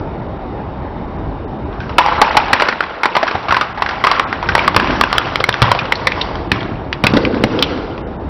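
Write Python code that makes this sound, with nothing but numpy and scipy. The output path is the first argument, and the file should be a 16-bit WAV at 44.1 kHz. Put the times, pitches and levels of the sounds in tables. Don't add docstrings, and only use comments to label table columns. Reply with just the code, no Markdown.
import sys
import numpy as np
from scipy import signal
from scipy.fft import rfft, irfft
from scipy.io import wavfile
from scipy.ndimage import uniform_filter1d

SR = 44100
rng = np.random.default_rng(int(sys.argv[2]) if len(sys.argv) > 2 else 0)


def magnitude_from_level(level_db):
    exponent = np.asarray(level_db, float) / 20
    return 10 ** exponent


def to_wav(sig):
    pcm = np.clip(np.atleast_2d(sig), -1, 1) * 32767
    pcm = np.round(pcm).astype(np.int16)
    wavfile.write(sys.argv[1], SR, pcm.T)


N = 365588

# (time [s], drone level [dB], garage ring level [dB])
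GAIN = [(0.0, -23.5, 0), (1.66, -23.5, 13), (2.45, -25.5, -5.5), (2.75, -38.5, -12), (3.35, -42, 3),
        (3.79, -33, 1), (4.3, -29.5, -1), (4.7, -20.5, -2), (4.94, -23, -6), (5.08, -26.5, -12),
        (5.45, -27, -15), (5.65, -33.5, -4), (5.85, -28, -8.5), (6.4, -23.5, 2.5), (7.05, -25, 0.5),
        (7.27, -23.5, -8.5), (7.6, -27, 0.5), (8.29, -24.5, 3)]
# (frequency [Hz], level [dB])
EDGE = [(150, -4.5), (500, 4.5), (1200, 8.5), (2500, -0.5), (4000, -7), (6000, -18.5)]
# (frequency [Hz], width [Hz], level [dB])
WHINE = [(2920, 53, -41.5), (3690, 100, -37.5)]


def evened(x):
    return x / np.sqrt(np.mean(x ** 2) + 1e-20)


def peaked(x):
    return x / abs(x).max()


def read(points, hz):
    f, value = np.transpose(points)
    return np.interp(np.log(hz + 1), np.log(f + 1), value)


def coloured(x, points):
    hz = np.fft.rfftfreq(len(x), 1 / SR)
    return irfft(rfft(x) * magnitude_from_level(read(points, hz)), len(x))


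def resonate(x, hz, width_hz):
    r = np.exp(-np.pi * width_hz / SR)
    return signal.lfilter([1, 0, -r], [1, -2 * r * np.cos(2 * np.pi * hz / SR), r * r], x)


def control(table, column):
    rows = np.array(table)
    return magnitude_from_level(np.interp(np.arange(N) / SR, rows[:, 0], rows[:, column]))


def add(mix, s, sound):
    part = mix[round(s * SR):][:len(sound)]
    part += sound[:len(part)]


def snap(row, noise):
    # (time [s], brightness near [dB],
    # brightness in the garage [dB], rim ring [Hz], tearing time [ms])
    flatten = [
        (2.0, 2, -10, 2395, 4.9),
        (2.7, 5.5, 3, 2020, 5.2),
        (3.4, 0, -9.5, 1944, 6.7),
        (4.5, 6, -1, 1944, 3.3),
        (5.3, 8, 6, 2960, 1.52),
        (6.2, 6.5, -18.5, 3080, 3.95),
        (7.0, 12.5, 29.5, 3530, 2.4),
        (7.6, 8.5, -10, 3140, 3.7),
    ]
    rim_spread, tear_spread = 0.12, 0.25
    focus = 1.9
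    s, peak_db, shell_hz, share_db = row
    times, *state = np.transpose(flatten)
    bright_db, airy_db, rim_hz, tear_ms = (np.interp(s, times, column) for column in state)
    rim_hz = max(rim_hz * np.exp(rim_spread * np.tanh(noise[-1])), min(0.82 * shell_hz, 3600))
    tear_ms = tear_ms * np.exp(tear_spread * noise[-2])

    t = np.arange(len(noise)) / SR
    tear = np.clip(t / 0.0005, 0, 1) * np.exp(-(t / (0.001 * max(tear_ms, 0.3))) ** 1.7)
    lumps = uniform_filter1d(noise[::-1] ** 4, size=50) / 3
    chatter = lumps * np.exp(-t / (0.003 * max(tear_ms, 1)))
    shape = tear + 0.2 / max(1, magnitude_from_level(0.28 * peak_db)) * chatter

    rattle = noise * shape
    shell = peaked(resonate(rattle, shell_hz, 0.15 * shell_hz))
    rim = peaked(resonate(rattle, rim_hz, 0.15 * rim_hz))
    edge = 0.9 * peaked(coloured(noise, EDGE) * shape)
    bright = magnitude_from_level(bright_db) * min(1, 1300 / shell_hz) ** focus
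    near = peaked(shell + bright * (0.25 * rim + edge))

    click, airy = signal.unit_impulse(len(t), 200), magnitude_from_level(airy_db)
    wide_shell = evened(resonate(click, shell_hz, 0.17 * shell_hz))
    wide_rim = evened(resonate(click, rim_hz, 0.25 * rim_hz))
    wide = evened(wide_shell + 0.25 * airy * wide_rim)
    wide = evened(wide + 3.15 * airy * evened(coloured(click, EDGE)))
    return magnitude_from_level(peak_db) * near, magnitude_from_level(peak_db + share_db - 14) * wide


def crackle():
    # (time [s], crackle level [dB])
    crunch = [(1.75, -50.5), (2.0, -47), (2.16, -27), (2.53, -24.5), (2.8, -33), (3.2, -41.5),
              (3.45, -43.5), (4.01, -33), (4.41, -58.5), (4.69, -32.5), (4.95, -15), (5.49, -14.5),
              (5.61, -31.5), (6.2, -23.5), (6.34, -74.5), (7.01, -50.5), (7.6, -26), (8.0, -50)]
    out, t = np.zeros(N), np.arange(500) / SR
    for hz in np.geomspace(700, 5000, num=10):
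        size_db = 5.0 * np.minimum(rng.exponential(size=N), 3)
        clicks = (rng.random(N) < 14 / SR) * magnitude_from_level(size_db)
        ring = np.sin(2 * np.pi * hz * t) + 0.5 * rng.standard_normal(len(t))
        grain = np.exp(-t / 0.0011) * ring
        out += signal.oaconvolve(clicks, grain * magnitude_from_level(read(EDGE, hz)))[:N]
    time = np.arange(N) / SR
    loaded = (time > crunch[0][0]) & (time < crunch[-1][0])
    return evened(out) * control(crunch, column=1) * loaded * magnitude_from_level(-18.0)


def thump(row, noise):
    s, peak_db, hz, share_db = row
    t = np.arange(len(noise)) / SR
    t = np.maximum(t - 0.002, 0)
    blow = t / 0.0008 * np.exp(-t / 0.00024)
    ring = peaked(resonate(blow, hz, 0.5 * hz))
    grit = peaked(resonate(noise * (t > 0) * np.exp(-t / 0.0044), 2.32 * hz, 420))
    boom = 0.17 * peaked(resonate(blow, 121.8, 17))
    near = magnitude_from_level(peak_db) * peaked(ring + 0.97 * grit + boom)
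    return near, magnitude_from_level(share_db + 11.0) * near


def garage(x, decays):
    lumps_db = 4.5
    out, turn = np.zeros(N), np.arange(N) / SR * 7.3
    for k in range(3):
        hz, t, z = signal.stft(rng.standard_normal(SR * 3 // 2), SR, nperseg=256)
        clumps = uniform_filter1d(rng.standard_normal(z.shape), size=4, axis=0)
        clumps = evened(uniform_filter1d(clumps, size=3, axis=1))
        fade_db = 60 * t / read(decays, hz)[:, None]
        tail = signal.istft(z * magnitude_from_level(lumps_db * clumps - fade_db), SR, nperseg=256)[1]
        tail *= np.clip(np.arange(len(tail)) / SR / 0.0029, 0, 1)
        fed = x * np.cos(2 * np.pi * (turn + k / 3)) * np.sqrt(2 / 3)
        out += signal.fftconvolve(fed, tail / np.linalg.norm(tail))[:N]
    return out


def drone():
    # (frequency [Hz], level per Hz [dB])
    rumble_colour = [(12, -35.5), (20, 5), (48, 0), (174, -7), (371, -8.5), (408, -10.5), (517, -14),
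                     (656, -11.5), (721, -16.5), (775, -11), (1220, -21.5), (2860, -38.5), (5830, -53),
                     (7580, -71), (12800, -120)]
    frames, hz = N // 512 + 5, np.fft.rfftfreq(2048, 1 / SR)
    a, b, patches = rng.standard_normal((frames, 1025, 3)).T
    patches = uniform_filter1d(patches, size=14, axis=0)
    patches = evened(uniform_filter1d(patches, size=8, axis=1))
    z = (a + 1j * b) * magnitude_from_level(read(rumble_colour, hz)[:, None] + 1.3 * patches)
    rumble = evened(signal.istft(z, nperseg=2048, noverlap=1536)[1][:N])
    whine = sum(magnitude_from_level(db) * evened(resonate(rng.standard_normal(N), f, w)) for f, w, db in WHINE)
    return (rumble + whine) * control(GAIN, column=1) * magnitude_from_level(1.0)


def scene():
    # (time [s], peak [dB], shell ring [Hz], garage share [dB])
    shell_snaps = [(1.727, -24, 820, -11), (1.8028, -16, 1545, -12.5), (1.8932, -16, 930, -10),
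                   (1.9826, 27.5, 935, -25.5), (1.9886, 10.5, 904, -13.5), (2.0609, 7, 890, -11),
                   (2.2151, 27, 870, -19), (2.308, -2, 976, -8.5), (2.3682, 16.5, 860, -11.5),
                   (2.4819, -8.5, 845, -6), (2.5303, 11.5, 1650, -4.5), (2.5973, -1.5, 1640, -14.5),
                   (2.6067, 1, 1296, -20.5), (2.6205, 4, 1007, 0), (2.6523, -7.5, 1115, -18.5),
                   (2.6854, 1.5, 1520, -11), (2.724, -6.5, 1710, -12.5), (2.805, 1.5, 1366, -7.5),
                   (2.825, -12.5, 1580, -19.5), (2.8376, -7.5, 1070, -18),
                   (3.033, 2.5, 1486, -39), (3.0441, -4.5, 870, -14), (3.0554, 4, 920, -10),
            (3.1516, -1.5, 1076, -7.5), (3.1653, 3.5, 1000, -18), (3.2287, 0, 670, -25.5),
            (3.2672, -6, 1120, -15), (3.2767, -5, 1600, -17), (3.311, -4.5, 1110, -11.5),
            (3.3508, -5, 760, -20), (3.4281, -17, 790, 0), (3.4837, -6, 1130, -13.5),
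            (3.5069, -3, 1420, -9), (3.5225, 1.5, 1020, -15.5), (3.5431, -3.5, 1515, -18.5),
            (3.5653, 1.5, 1053, -16), (3.6105, -1, 1290, -16), (3.774, -14.5, 777, 3),
            (3.8206, 1.5, 1080, -24.5), (3.861, -7, 1610, -17), (3.8886, -7, 1536, -18.5),
            (3.9088, -11, 796, 1.5), (4.0389, 2.5, 1185, -22), (4.0456, 0.5, 1065, -6),
            (4.0684, 8, 1245, -9), (4.1134, 5.5, 1086, -12.5), (4.1955, 3.5, 1090, -30.5),
            (4.3266, -5, 1575, -8), (4.427, -5, 993, -5.5), (4.488, -2, 1600, -5),
                   (4.5508, 13.5, 920, -13), (4.579, 5, 1130, -16), (4.5916, 2, 2300, -9),
             (4.6777, 13.5, 1135, -30.5), (4.745, -3, 1224, -25.5), (4.7628, 23, 1018, -20),
             (4.7976, 5.5, 1600, -5), (4.844, -1.5, 1000, -28.5), (4.872, -4, 1004, -4),
             (4.9069, -5, 1027, -32), (5.0109, 16, 1160, -9), (5.0363, 5.5, 1504, -16.5),
             (5.1278, 4.5, 1173, 1), (5.1811, 17, 1347, -10), (5.357, 5, 2070, -38),
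             (5.402, -5.5, 1010, -17.5), (5.44, 8, 2150, -17.5), (5.4906, 13.5, 1330, -20),
             (5.5262, -5, 3200, -15), (5.5406, 0, 1530, -30), (5.6185, 11.5, 1023, -6.5),
             (5.6248, 10, 1536, -15), (5.6545, -5, 955, -8), (5.7155, 15.5, 978, -15),
             (5.7486, -1.5, 765, -10), (5.789, -3, 2430, -13.5), (5.8539, -14.5, 670, -7),
                   (5.9215, 4.5, 1970, -17), (5.9542, -10.5, 4150, -7.5), (6.0701, 6.5, 1970, -19),
            (6.1188, -6, 2290, -19), (6.2119, -4.5, 3670, -24.5), (6.3546, -13, 960, -31.5),
            (6.5164, 2, 2250, -15), (6.558, -14, 1226, -11), (6.605, -20, 3400, -20),
            (6.6292, -11.5, 1010, -31.5), (6.9274, -2, 2470, -20.5), (7.0381, 3, 2380, -12),
            (7.0445, 0.5, 1124, -11.5), (7.0669, 11.5, 2480, -18.5), (7.1, -17.5, 4500, -6),
            (7.1678, -0.5, 936, -14), (7.2505, -2.5, 2160, -21), (7.3266, -21.5, 730, -2),
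            (7.344, -13.5, 1650, 3.5), (7.4376, 2, 2020, -18), (7.589, -10, 3260, -19.5),
            (7.6242, 6, 3030, -22.5), (7.7747, -16.5, 647, -10), (7.9777, -18, 895, -14)]
    # (time [s], peak [dB], ring [Hz], garage share [dB])
    thumps = [(2.533, -3.5, 217, -26.5), (3.344, -11.5, 85, -13.5), (3.49, -14, 68, -11.5),
              (4.467, -16, 78, 1), (4.761, 0, 220, -2.5), (4.881, -13.5, 229, 3.5), (5.402, -3, 536, -6.5),
              (5.486, -3, 458, -6.5), (5.617, 3, 111, -11), (6.515, -3.5, 123.5, -10.5),
              (7.037, 2, 123.7, -4.5), (7.134, 4.5, 245, -1.5), (7.169, 8, 284, -11.5),
              (7.231, -17.5, 290, -13.5), (7.436, 7, 242, -21)]
    # (frequency [Hz], time to fade by 60 dB [s])
    under_car = [(200, 0.37), (1000, 0.11), (5000, 0.1)]
    # (frequency [Hz], time to fade by 60 dB [s])
    garage_fade = [(80, 0.11), (300, 2.29), (900, 1.29), (2000, 1.04), (4000, 1.01), (6000, 0.79)]

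    background, near = drone(), crackle()
    sent = near * magnitude_from_level(17.5)
    snaps = shell_snaps
    noises = rng.standard_normal((200, 4096))
    sounds = [thump(row, noises[-1 - k]) for k, row in enumerate(thumps)]
    sounds += [snap(row, noises[k]) for k, row in enumerate(snaps)]
    for row, (direct, spread) in zip(thumps + snaps, sounds):
        add(near, row[0] + 0.0003, direct)
        add(sent, row[0], spread)
    car_ring = garage(1.65 * np.tanh(near / 1.57), under_car) * magnitude_from_level(-13.0)
    garage_ring = garage(sent, garage_fade) * control(GAIN, column=2) * magnitude_from_level(-2.0)
    return (near + car_ring + garage_ring + background)[None]


def starved(x):
    # (time [s], length [ms], lowest frequency [Hz])
    dropouts = [(.168, 10, 4100), (.209, 11, 3100), (.274, 12, 3000), (.378, 12, 3000), (.807, 13, 3300),
                (1.062, 12, 3100), (1.17, 14, 3300), (1.448, 32, 2600), (1.576, 11, 2750), (1.64, 16, 3900),
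                (2.191, 19, 4350), (2.3, 14, 3100), (3.09, 9, 3000), (3.73, 19, 3100), (3.795, 14, 3200),
                (4.243, 32, 2400), (5.821, 11, 3900), (6.474, 24, 4200), (7.124, 13, 2250),
                (7.398, 13, 3900), (8.017, 53, 2850), (8.166, 33, 2250)]
    hz, t, z = signal.stft(x, SR, nperseg=256, noverlap=192)
    weak = np.all([abs(hz - f) > 90 for f, _, _ in WHINE], axis=0)
    for s, ms, low_hz in dropouts:
        chosen = rng.random(len(hz)) < (hz - low_hz + 1200) / 2000
        band = weak & (hz > low_hz - 900) & chosen
        moment = (t > s + 0.001) & (t < s - 0.002 + ms / 1000)
        z[..., band[:, None] & moment] *= 0.02
    return signal.istft(z, SR, nperseg=256, noverlap=192)[1][:, :N]


def limited(x, knee_db=-11, share=0.3, recovery_db=150):
    power_db = 10 * np.log10(abs(uniform_filter1d(x[0] ** 2, size=200)) + 1e-12)
    fall = np.arange(N) * recovery_db / SR
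    held_db = np.maximum.accumulate(power_db + fall) - fall
    over_db = np.maximum(held_db - knee_db, 0)
    late_db = uniform_filter1d(over_db, size=301, origin=150)
    return x / magnitude_from_level(share * late_db)


def roll_off(x):
    return signal.sosfilt(signal.butter(12, 5980, fs=SR, output="sos"), x)


def record(dry):
    # (frequency [Hz], level [dB])
    output_colour = [(5800, 1.5), (6400, -11), (7500, -3), (9000, 14.5), (10800, 11), (11500, -12.5),
                     (15300, 1), (16000, -28), (22000, -60)]
    bass_cut = signal.butter(N=4, Wn=43, btype="high", fs=SR, output="sos")
    steady = signal.sosfilt(bass_cut, dry)
    treble_cut = signal.firwin(301, 5940, window=("kaiser", 9), fs=SR)
    dull = signal.oaconvolve(steady, treble_cut[None], "same")
    clipped = np.clip(limited(starved(dull)), -0.865, 0.865)
    hz = np.linspace(0, SR / 2, num=200)
    last_filter = signal.firwin2(301, hz, magnitude_from_level(read(output_colour, hz)), fs=SR)
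    wide = signal.oaconvolve(clipped, last_filter[None], "same")
    return roll_off(wide)


dry = scene()
out = record(dry)
to_wav(out)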